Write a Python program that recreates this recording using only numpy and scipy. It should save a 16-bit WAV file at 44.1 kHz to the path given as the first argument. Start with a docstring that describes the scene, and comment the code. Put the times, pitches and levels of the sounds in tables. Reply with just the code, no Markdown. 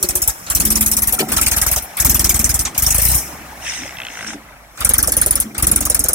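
"""A three-cylinder diesel tractor heaves a loaded trailer in deep sand, close to a hand-held pair of microphones.
It pulls in bursts: each firing shapes noise into spits of hiss and swings the exhaust pipe's gas column.
With the fuel cut the engine coasts on low sine orders; gear teeth ring the gearbox and grind through a shift.
The trailer drums as resonant noise, hums and groans as sines, and knocks as rough pushes on steel modes."""
import sys
import numpy as np
from scipy import signal
from scipy.io import wavfile
from scipy.ndimage import uniform_filter1d

SR = 44100
rng = np.random.default_rng(int(sys.argv[2]) if len(sys.argv) > 2 else 0)


def amp(db):
    return 10 ** (np.asarray(db, float) / 20)


def write(x):
    x = np.atleast_2d(x).T
    wavfile.write(sys.argv[1], SR, np.round(np.clip(x, -1, 1) * 32767).astype(np.int16))


N = 270774
TIME = np.arange(N) / SR


def evened(x):
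    """Scales to rms 1."""
    return x / np.sqrt(np.mean(x ** 2) + 1e-20)


def slow(span):
    """Smooth chance of rms 1 that changes over span samples."""
    once = uniform_filter1d(rng.standard_normal(N), size=span)
    return evened(uniform_filter1d(once, size=span))


def read(points, hz):
    """A spectrum table on a log frequency axis."""
    f, value = np.transpose(points)
    return np.interp(np.log(hz + 1), np.log(f + 1), value)


def curve(rows, column, t=TIME):
    """One column of a curve table over time."""
    rows = np.array(rows)
    return np.interp(t, rows[:, 0], rows[:, column])


# listener walks and turns: (time [s], left lag [ms], share of view from ahead [0-1], bass L-R [dB])
WALK = [(0, 0.269, 0.49, -7), (.7, 0.263, 0.17, -8), (1.3, 0.13, 0.11, -5.5), (2, 0.033, 0.091, 1),
        (2.6, 0.031, 0.22, 1), (3, 0.032, 0.02, -2.5), (4, 0.071, 0.032, -2), (4.8, 0.12, 0.79, -5),
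        (5.3, 0.22, 0.82, -7), (5.6, 0.12, 0.45, -1), (6.14, 0.147, 1, -6.5)]
# (frequency [Hz], left-right likeness [0-1])
LIKENESS = [(60, 0.93), (640, 0.89), (1400, 0.2), (3000, 0.45), (8000, 0.21), (16000, 0.26)]
# (frequency [Hz], L-R level [dB])
LEAN = [(60, -2.5), (400, -3.5), (1300, 2.5), (3000, 1), (6000, -0.5), (10000, -1.5), (14000, 9.5)]


def noise(colour, other=None, patchy_db=2.):
    """Patchy two-channel noise, partly alike, of mean-channel rms 1; the left lags as the listener turns."""
    frames, hz = N // 128 + 5, np.fft.rfftfreq(512, 1 / SR)[:, None]
    t = np.arange(frames) * 128 / SR
    a, b, c, d, patches = rng.standard_normal((frames, 257, 5)).T
    patches = uniform_filter1d(patches, size=4, axis=0)
    patches = evened(uniform_filter1d(patches, size=5, axis=1))
    same = np.clip(read(LIKENESS, hz), -1, 1)
    right = a + 1j * b
    lag = np.exp(-2j * np.pi * hz * curve(WALK, column=1, t=t) / 1000)
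    left = same * right * lag + np.sqrt(1 - same ** 2) * (c + 1j * d)
    share = np.clip(curve(WALK, column=2, t=t), 0, 1)
    shape = amp((1 - share) * read(colour, hz) + share * read(other or colour, hz))
    shape *= (hz > colour[0][0]) & (hz < colour[-1][0])
    shape *= amp(patchy_db * patches) / np.linalg.norm(shape, axis=0)
    lean = amp(read(LEAN, hz) / 2)
    spectra = np.array([left * lean, right / lean]) * shape
    x = signal.istft(spectra, nperseg=512, noverlap=384)[1][:, :N]
    return x / np.sqrt(np.mean(x.mean(0) ** 2))


def resonate(x, hz, width_hz):
    """A fixed resonance: shift down, smooth, shift back."""
    turn, r = np.exp(2j * np.pi * hz * TIME), np.exp(-np.pi * width_hz / SR)
    return 2 * (turn * signal.lfilter([1 - r], [1, -r], x / turn)).real


def place(x, lean_db, left_lag_ms):
    """A single source spread over the two microphones."""
    lean = amp(lean_db / 2)
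    left = np.interp(TIME - left_lag_ms / 1000, TIME, x)
    return 2 * np.array([left * lean, x / lean]) / (lean + 1 / lean)


def beats(first_s, last_s, count, bend_ms, sag_ms):
    """Moments of a train whose pace drifts smoothly."""
    u = np.linspace(0, 1, round(count))
    bend = u * (1 - u) * (bend_ms + sag_ms * (1 - 2 * u)) / 1000
    return first_s + (last_s - first_s) * u + bend


def swells(starts_s, ends_s, dbs, rise_db_per_s, fall_db_per_s):
    """Gain of the loudest of several swells that rise, hold and die away."""
    column = lambda v: np.reshape(v, (-1, 1))
    t = TIME[::64]
    rise_db = rise_db_per_s * np.maximum(column(starts_s) - t, 0)
    fall_db = column(fall_db_per_s) * np.maximum(t - column(ends_s), 0)
    db = column(dbs) - rise_db - fall_db
    return amp(np.interp(TIME, t, db.max(0)))


def per_firing(rows, column, shape):
    """Envelope: every firing starts one copy of shape; powers add."""
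    train = np.zeros(N)
    train[(rows[:, 0] * SR).astype(int)] = amp(rows[:, column]) ** 2
    return np.sqrt(abs(signal.oaconvolve(train, shape ** 2)[:N]))


def puff(rise_s, fall_s, tail_db, tail_s, echo_s, echo_db, echo_width_s, late_s=0.):
    """A jet that rises fast, drops to a slower tail, and swells again when the pipe wave returns."""
    t = np.maximum(np.arange(SR // 6) / SR - late_s, 0)
    decay = np.exp(-t / fall_s) + amp(tail_db) * np.exp(-t / tail_s)
    jet = (1 - np.exp(-(t / rise_s) ** 2)) * decay
    return jet + amp(echo_db) * np.exp(-((t - echo_s) / echo_width_s) ** 2)


# (frequency [Hz], first-pass width [Hz], relative level [dB]); second pass is three times as wide
PANELS = [(287.6, 52, 3.5), (250, 17.8, 1), (163.5, 91, 3), (385.6, 11, -43.5)]
# (time [s], drumming level [dB], hum level [dB], fall [dB/s])
JOLTS = [(0, -39, -48, 35), (.61, -26.5, -37, 35), (.69, -33, -24.5, 38), (.8, -35, -23.5, 150),
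         (.92, -35, -38, 30), (1.1, -62, -35, 209), (1.22, -27, -30, 150), (1.3, -28.5, -33.5, 42),
         (2.08, -28.5, -35.5, 18), (3.08, -36.5, -60, 26), (3.83, -36, -48, 200), (4.29, -36.5, -36.5, 133),
         (4.9, -33.5, -35.5, 129), (4.99, -35, -45.5, 4), (5.45, -45, -39.5, 21), (5.66, -28, -35.5, 40)]
JOLT_RISE_DB_PER_S = 202


def trailer_panels():
    """Jolts shake the panels: broad resonances of noise drum and one wavering mode hums."""
    shake = rng.standard_normal(N)
    drum = 0
    for hz, width_hz, db in PANELS:
        once = resonate(shake, hz, width_hz)
        drum = drum + amp(db) * evened(resonate(once, hz, 3 * width_hz))
    drum = evened(drum)
    hum_hz = 216 + 3.21 * slow(span=1500)
    hum = np.sqrt(2) * np.sin(2 * np.pi * np.cumsum(hum_hz) / SR) * amp(1.5 * slow(span=800))
    s, drum_db, hum_db, fall = np.transpose(JOLTS)
    drumming = drum * swells(s, s, drum_db, JOLT_RISE_DB_PER_S, fall)
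    humming = hum * swells(s, s, hum_db, JOLT_RISE_DB_PER_S, fall)
    return place(drumming + humming, -0.21, -0.26)


# (multiple of the groan frequency, relative level [dB])
GROAN_PARTIALS = [(.53, -9), (0.999, 0.5), (1.58, -7)]


def groan():
    """A strained part groans at the start: shuddering partials that waver and sink in pitch."""
    shudder = amp(5 * slow(span=500))
    hz = 381 - 120 * TIME + 7.0 * slow(span=500)
    turns = np.cumsum(hz) / SR
    partials = sum(amp(db) * np.sin(2 * np.pi * k * turns) for k, db in GROAN_PARTIALS)
    return place(partials * shudder * swells(0, 0.18, -37, JOLT_RISE_DB_PER_S, 260), -0.21, -0.26)


# hitch and trailer blows: (time [s], relative level [dB], excited centre [Hz], blow decay constant [s])
KNOCKS = [(0.28, -15.5, 850, 0.014), (0.697, -26, 220, 0.0035), (0.913, -38, 216, 0.0033),
          (1.13, -13, 805, 0.0089), (1.18, -14, 1270, 0.0065), (1.203, -4, 347, 0.012),
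          (1.22, -7.5, 740, 0.012), (1.385, -9, 1300, 0.0037), (1.513, -37, 780, 0.0042),
          (1.663, -9, 930, 0.0029), (1.76, -13, 790, 0.0048), (2.392, -14.5, 217, 0.0073),
          (2.83, -31, 1480, 0.0046), (2.982, -15, 620, 0.0051), (4.274, -32, 1530, 0.0069),
          (4.334, -19, 297, 0.012), (4.973, -20, 278, 0.0041), (5.078, -8, 570, 0.0021),
          (5.167, -14.5, 513, 0.0032), (5.26, -10, 520, 0.0098), (5.448, -17.5, 202, 0.02),
          (5.587, -23, 685, 0.0025), (5.724, -14, 250, 0.0035), (5.819, -21, 240, 0.006),
          (5.898, -13.5, 606, 0.011), (5.939, -27.5, 235, 0.0035), (5.993, -18, 320, 0.0046),
          (6.044, -16, 537, 0.0071), (6.091, -15.5, 504, 0.0014)]
# trailer steel modes: (frequency [Hz], relative level [dB], t60 [s])
STEEL = [(216, 5.5, 0.084), (288, -0.5, 0.14), (336, -11, 0.051), (394, 7, 0.061), (514, 0, 0.052),
         (586, 6.5, 0.026), (749, -6, 0.076), (890, 5, 0.017), (1328, 9, 0.04), (1980, -36, 0.022)]


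def knocks(reach_db_per_octave=28):
    """A short rough push rings the steel modes that lie near where it lands."""
    out, t = np.zeros(N + 8000), np.arange(7000) / SR
    chance = rng.standard_normal((len(KNOCKS), 1000))
    for (s, db, centre_hz, length_s), grit in zip(KNOCKS, chance):
        push = grit * np.exp(-t[:1000] / max(length_s, .001))
        ring = np.zeros(len(t))
        for hz, mode_db, t60 in STEEL:
            near_db = mode_db - reach_db_per_octave * abs(np.log2(hz / centre_hz))
            ring += amp(near_db - 60 * t / t60) * np.sin(2 * np.pi * hz * t)
        ring *= 1 - np.exp(-t / 0.0023)  # heavy parts meet softly
        sound = signal.fftconvolve(push, ring)
        out[round(s * SR):][:len(sound)] += amp(db - 7.0) * sound / abs(sound).max()
    return place(out[:N], 0.47, 0.14)


# unfuelled engine: (time [s], exhaust stroke rate [1/s], level [dB])
COAST = [(3.19, 33, -39), (3.3, 35.5, -42), (3.6, 30.6, -44), (3.9, 33, -48), (4.2, 31, -56),
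         (4.5, 27, -49), (4.77, 25, -49)]
# (multiple of stroke rate, relative level [dB])
COAST_ORDERS = [(1, -25), (2, -0.5), (3, -36), (4, -16), (5, -13.5), (6, -32.5)]


def coasting():
    """Unfired strokes still pump air: clean low orders that follow the crank speed."""
    turns = 2 * np.pi * np.cumsum(curve(COAST, column=1)) / SR
    orders = np.zeros(N)
    for k, db in COAST_ORDERS:
        orders += amp(db) * np.sqrt(2) * np.cos(k * turns + 2 * np.pi * rng.random())
    fade_in = np.clip((TIME - COAST[0][0]) / .03, 0, 1)
    fade_out = np.clip((COAST[-1][0] - TIME) / .03, 0, 1)
    return place(orders * amp(curve(COAST, column=2)) * fade_in * fade_out, -3.8, -.25)


# gearbox modes: (frequency [Hz], relative level [dB], t60 [s])
GEARBOX = [(1600, 0, .018), (2050, 0, .018), (2650, 0, .016), (3150, 0, .014), (3650, -4, .012)]
# teeth clashing as the shafts slow: (first [s], last [s], teeth [count], bend [ms], second bend [ms]);
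# both bends are coefficients of beats(), not peak shifts
GRIND = (3.653, 4.3046, 42, -129.8, 30.7)
# (time [s], relative level [dB], ring centre before scatter [Hz])
MESH = [(3.65, -23.5, 2970), (3.71, -25.5, 2000), (3.9, -24, 2320), (3.94, -39, 2000), (3.97, -22, 2750),
        (4.07, -19, 3100), (4.12, -30, 1980), (4.18, -22.5, 1830), (4.34, -21.5, 1750)]
# gear faces rubbing: (time [s], relative level [dB])
SCRAPE = [(3.6, -46), (3.67, -26), (3.8, -31), (4.05, -58), (4.12, -38.5), (4.26, -38.5), (4.27, -29.5),
          (4.34, -36.5), (4.39, -70)]
# rub colour: (frequency [Hz], relative density [dB])
RUB = [(1200, -14), (1900, 0), (3000, -4), (3700, -5), (4500, -17), (5200, 0), (6000, 1.5), (7320, -6.5),
       (9400, -5), (9900, -15)]


def gears(spark_db=-11, spark_s=0.00053, reach_db_per_octave=17):
    """Each tooth rings the gearbox modes near its pitch and sparks treble over the rubbing of the faces."""
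    out, gate, t = np.zeros(N), np.zeros(N), np.arange(900) / SR
    times = np.append(beats(*GRIND), 4.3335)  # one last tooth
    bite, pitch = rng.standard_normal((len(times), 2)).T
    levels_db = curve(MESH, column=1, t=times) + 1.6 * bite
    centres_hz = curve(MESH, column=2, t=times) * (1 + .04 * pitch)
    chance = rng.standard_normal((len(times), len(GEARBOX), 2))
    for s, db, centre_hz, luck in zip(times, levels_db, centres_hz, chance):
        ring = np.zeros(len(t))
        for (hz, mode_db, t60), (a, b) in zip(GEARBOX, luck):
            near_db = mode_db + 1.5 * a - reach_db_per_octave * abs(np.log2(hz / centre_hz))
            ring += amp(near_db - 60 * t / t60) * np.sin(2 * np.pi * hz * (1 + 0.064 * b) * t)
        ring *= 1 - np.exp(-(t / 0.0003) ** 2)
        at = round(s * SR)
        out[at:at + 900] += amp(db + 2.5) * ring / abs(ring).max()
        gate[at:at + 900] += amp(db + spark_db) * np.exp(-t / spark_s)
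    on = (TIME > SCRAPE[0][0]) & (TIME < SCRAPE[-1][0])
    rub_gain = gate + on * amp(curve(SCRAPE, column=1) - 0.5)
    return place(out, 1.6, 0.043) + noise(RUB, patchy_db=4.5) * rub_gain


# fuel bursts: (first stroke [s], last stroke [s], strokes [count], speed-up bend [ms], load-sag bend [ms]);
# both bends are coefficients of beats(), not peak shifts
PULLS = [(.0261, .2751, 5, 8, -34.7), (.4991, 1.1228, 13, -14.5, -20.9), (1.3169, 1.7598, 10, -4.3, -30),
         (1.9983, 2.5905, 13, -10.9, -8.1), (2.7767, 3.1442, 11, 77.5, 4.9),
         (4.8044, 5.4002, 14, -24.3, -24.3), (5.5791, 6.131, 13, -13.6, -10.6)]
# per burst: (early spit [dB], late spit [dB], early thump [dB], late thump [dB]), all relative
EFFORT = [(-18, -16.5, -31, -24.5), (-18, -20.5, -20.5, -28), (-21, -22, -23.5, -21),
          (-19.5, -21.5, -17, -19.5), (-21.5, -19.5, -21, -18), (-14, -16, -22.5, -26),
          (-15.5, -15.5, -19, -28.5)]
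# per burst: (lower hiss against top hiss [dB], clatter [dB], air hiss [dB]), all relative
COLOUR = [(-3, -33, -29.5), (-1.5, -30, -35.5), (1.5, -26.5, -31), (2.5, -29.5, -36), (1.5, -30.5, -35.5),
          (-9.5, -29.5, -37), (-8, -30.5, -50)]
# half-fired strokes as fuel comes and goes:
# (time [s], top hiss [dB], lower hiss [dB], pipe thump [dB], clatter [dB]), all relative
STUMBLES = [(0.463, -50, -36, -47, -33.5), (1.188, -23, -18.5, -41, -20.5), (1.284, -33, -32, -36, -32.5),
            (1.82, -35, -45, -36.5, -59), (1.968, -28, -34, -49, -27.5), (2.65, -38, -19, -29, -24.5),
            (2.745, -41, -35, -50, -35), (3.178, -28.5, -27, -33, -39), (4.772, -52, -40, -63, -36),
            (5.545, -47, -37, -59, -34.5)]
# per cylinder, as heard from ahead: (relative spit level [dB])
CYLINDER_SPIT_DB = [-1.5, -3, 0.5]
CRUISE_PER_S = 24.23


def firings():
    """Exhaust chuffs as (time [s], top hiss [dB], lower hiss [dB], pipe thump [dB], clatter [dB])."""
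    rows, done = list(STUMBLES), 0
    for pull, (spit_0, spit_1, thump_0, thump_1), (lower_db, clatter_db, _) in zip(PULLS, EFFORT, COLOUR):
        s = beats(*pull)
        u, index = np.linspace(0, 1, len(s)), np.arange(len(s))
        catch = (index == 0) & (done > 0)  # first stroke is half fuelled, save in the first burst
        starved = (u == 1) * (done > 0)
        ahead = np.clip(curve(WALK, column=2, t=s), 0, 1)
        fast_octaves = np.log2(1 / np.gradient(s) / CRUISE_PER_S)
        spit = spit_0 + (spit_1 - spit_0) * u + (-0.5 - 14 * ahead) * catch
        cylinder = (done + index) % len(CYLINDER_SPIT_DB)
        top = spit + ahead * np.take(CYLINDER_SPIT_DB, cylinder)
        lower = spit + lower_db - 22 * np.maximum(fast_octaves, 0)  # thins above cruise speed
        thump = thump_0 + (thump_1 - thump_0) * u - 6 * catch - 1 * starved
        clatter = clatter_db - 4.5 * (u - .5) - 1.5 * catch
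        levels = np.c_[top, lower, thump, clatter]
        scatter_db = 1.1 * rng.standard_normal(levels.shape)
        rows += list(np.c_[s, levels + scatter_db])
        done += len(s)
    return np.array(sorted(map(tuple, rows)))


# between bursts: (time [s], air hiss [dB], block rattle [dB])
IDLE = [(0, -39.5, -41.5), (2.7, -47, -39.5), (3.3, -50, -37), (3.6, -44, -38.5), (4.25, -48.5, -37.5),
        (4.45, -54.5, -43), (6.14, -59, -63.5)]
# (frequency [Hz], relative density [dB])
RATTLE = [(80, -2.5), (200, -2.5), (300, -7.5), (400, -12.5), (520, -6), (690, -1), (851, -1.5), (972, -5),
          (1300, -4), (2300, -5.5), (2800, -12.5), (5000, -20)]
SWELL_DB_PER_S = 287


def block_rattle():
    """The engine block rattles as coloured noise that swells with each burst over an idle floor."""
    first, last = np.transpose(PULLS)[:2]
    clatter_db = np.transpose(COLOUR)[1]
    burst_gain = swells(first, last, clatter_db - 7, SWELL_DB_PER_S, 70)
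    return noise(RATTLE, patchy_db=3.0) * np.hypot(burst_gain, amp(curve(IDLE, column=2)))


# (frequency [Hz], relative density [dB])
AIR = [(4700, -44.5), (5100, 10.5), (6300, 8.5), (7000, 7), (9060, 7), (13400, 6), (15900, -0.5)]


def air_hiss():
    """Air hisses as treble noise that swells with each burst and grows with firing pace."""
    first, last = np.transpose(PULLS)[:2]
    air_db = np.transpose(COLOUR)[2]
    burst_gain = swells(first, last, air_db, SWELL_DB_PER_S, 83)
    strokes = [beats(*pull) for pull in PULLS]
    paces = [1 / np.gradient(s) for s in strokes]
    pace_per_s = np.interp(TIME, np.concatenate(strokes), np.concatenate(paces))
    burst_gain = burst_gain * amp(26.5 * np.log2(pace_per_s / CRUISE_PER_S))  # dB per octave of pace
    return noise(AIR, patchy_db=2.3) * np.hypot(burst_gain, amp(curve(IDLE, column=1)))


def pipe_thump(chuffs, start_s=0.00784, open_s=0.036, first_hz=82, last_hz=52, glide_s=0.0075,
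               sag_s=0.016, shut_gain=0.11):
    """The gas column swings while the valve is open, slower as it cools, and nearly stops when it shuts."""
    out, t = np.zeros(N + 4000), np.arange(3500) / SR
    chance = rng.standard_normal((len(chuffs), 3))
    gaps_s = np.diff(chuffs[:, 0], prepend=-1)
    for (s, _, _, db, _), (detune, shift, held), gap_s in zip(chuffs, chance, gaps_s):
        # fast or strong strokes steepen the wave
        steep = 0.21 * np.clip((.052 - gap_s) / 0.037, 0, 1) + 1.38 * amp(db)
        hz = (last_hz + (first_hz - last_hz) * np.exp(-t / glide_s)) * (1 + .03 * detune)
        shutting = 1 + np.exp((t - open_s - 0.0026 * held) / 0.00043)
        valve = shut_gain + (1 - shut_gain) / shutting
        swing = 2 * np.pi * np.cumsum(hz) / SR
        wave = (np.sin(swing) + steep * np.sin(2 * swing - .8)) * np.exp(-t / sag_s) * valve
        at = round((s + start_s + 0.00031 * shift) * SR)
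        out[at:at + len(t)] += amp(db + 7.5) * wave
        suction = -.45 * np.exp(-((t - .0055) / 0.0032) ** 2)  # ahead of the blow
        out[round(s * SR):][:len(t)] += amp(db + 2.5) * suction
    return place(out[:N], curve(WALK, column=3), -0.75)


# hiss colours: (frequency [Hz], relative density [dB])
TOP_SIDE_ON = [(7600, -19), (8200, -5), (9440, -0.5), (10300, -2.5), (12100, 0.5), (13200, -4), (15100, -7),
               (15900, -9)]
TOP_FROM_AHEAD = [(7600, -27), (8300, -11.5), (9520, 2.5), (9940, 4), (11100, -8), (14500, -11),
                  (15900, -23)]
LOWER = [(4700, -28), (5150, -5.5), (6160, -2.5), (6820, -4.5), (8200, -2.5), (9000, -7)]
CLATTER = [(300, -23), (514, -13), (800, -4.5), (1050, -4), (1300, -2), (1500, -5.5), (2300, -1),
           (2900, -4), (4000, -5.5), (5000, -6)]
CLATTER_FROM_AHEAD = [(300, -45), (514, -3), (700, -6), (1000, -13), (1300, 1), (2300, -10.5), (2800, -14),
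                      (4000, -11), (5000, -10.5)]


def exhaust_hiss(chuffs):
    """Gas tears past the valve in ragged spits: two treble bands and a duller clatter that rises a bit later."""
    ahead = np.clip(curve(WALK, column=2), 0, 1)
    dryness = np.clip(1.8 * ahead, 0, 1) ** 0.91  # from ahead the spit is drier
    side_on = per_firing(chuffs, 1, puff(0.0021, 0.0094, -1.6, 0.03, 0.021, -10, 0.0086))
    shorter = per_firing(chuffs, 1, puff(0.0012, 0.0045, -9.5, 0.017, 0.022, -27, 0.0039)) * amp(4.5)
    top_gain = ((1 - dryness) * side_on + dryness * shorter) * amp(4.5)
    top = noise(TOP_SIDE_ON, TOP_FROM_AHEAD, patchy_db=5.0) * top_gain
    lower_puff = puff(0.0016, 0.002, 1.46, 0.017, 0.024, -15.5, 0.01)
    lower = noise(LOWER, patchy_db=5.0) * per_firing(chuffs, 2, lower_puff) * amp(1.5)
    clatter_puff = puff(0.0036, 0.0048, -6.5, 0.022, 0.023, -10, 0.0085, late_s=0.0023)
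    clatter_gain = per_firing(chuffs, 4, clatter_puff) * amp(5.5)
    clatter = noise(CLATTER, CLATTER_FROM_AHEAD, patchy_db=5.0) * clatter_gain
    ragged = amp(1.12 * slow(span=40))  # turbulence breaks each jet into millisecond ticks
    return (top + lower + clatter) * evened(ragged)


def scene():
    """All parts of the tractor and trailer together in open air."""
    chuffs = firings()
    trailer = trailer_panels() + groan() + knocks()
    engine = coasting() + gears() + block_rattle() + air_hiss()
    return trailer + engine + pipe_thump(chuffs) + exhaust_hiss(chuffs)


def band_limit(x):
    """A steep low-pass at the top of the band."""
    return signal.sosfilt(signal.butter(12, 16380, fs=SR, output="sos"), x)


def record(dry):
    """The microphones lose the deepest bass; peaks beyond full scale clip."""
    highpass = signal.butter(2, 24, "highpass", fs=SR, output="sos")
    thin = signal.sosfilt(highpass, dry)
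    mix = np.clip(thin, -1, 1)
    return band_limit(mix)


dry = scene()
out = record(dry)
write(out)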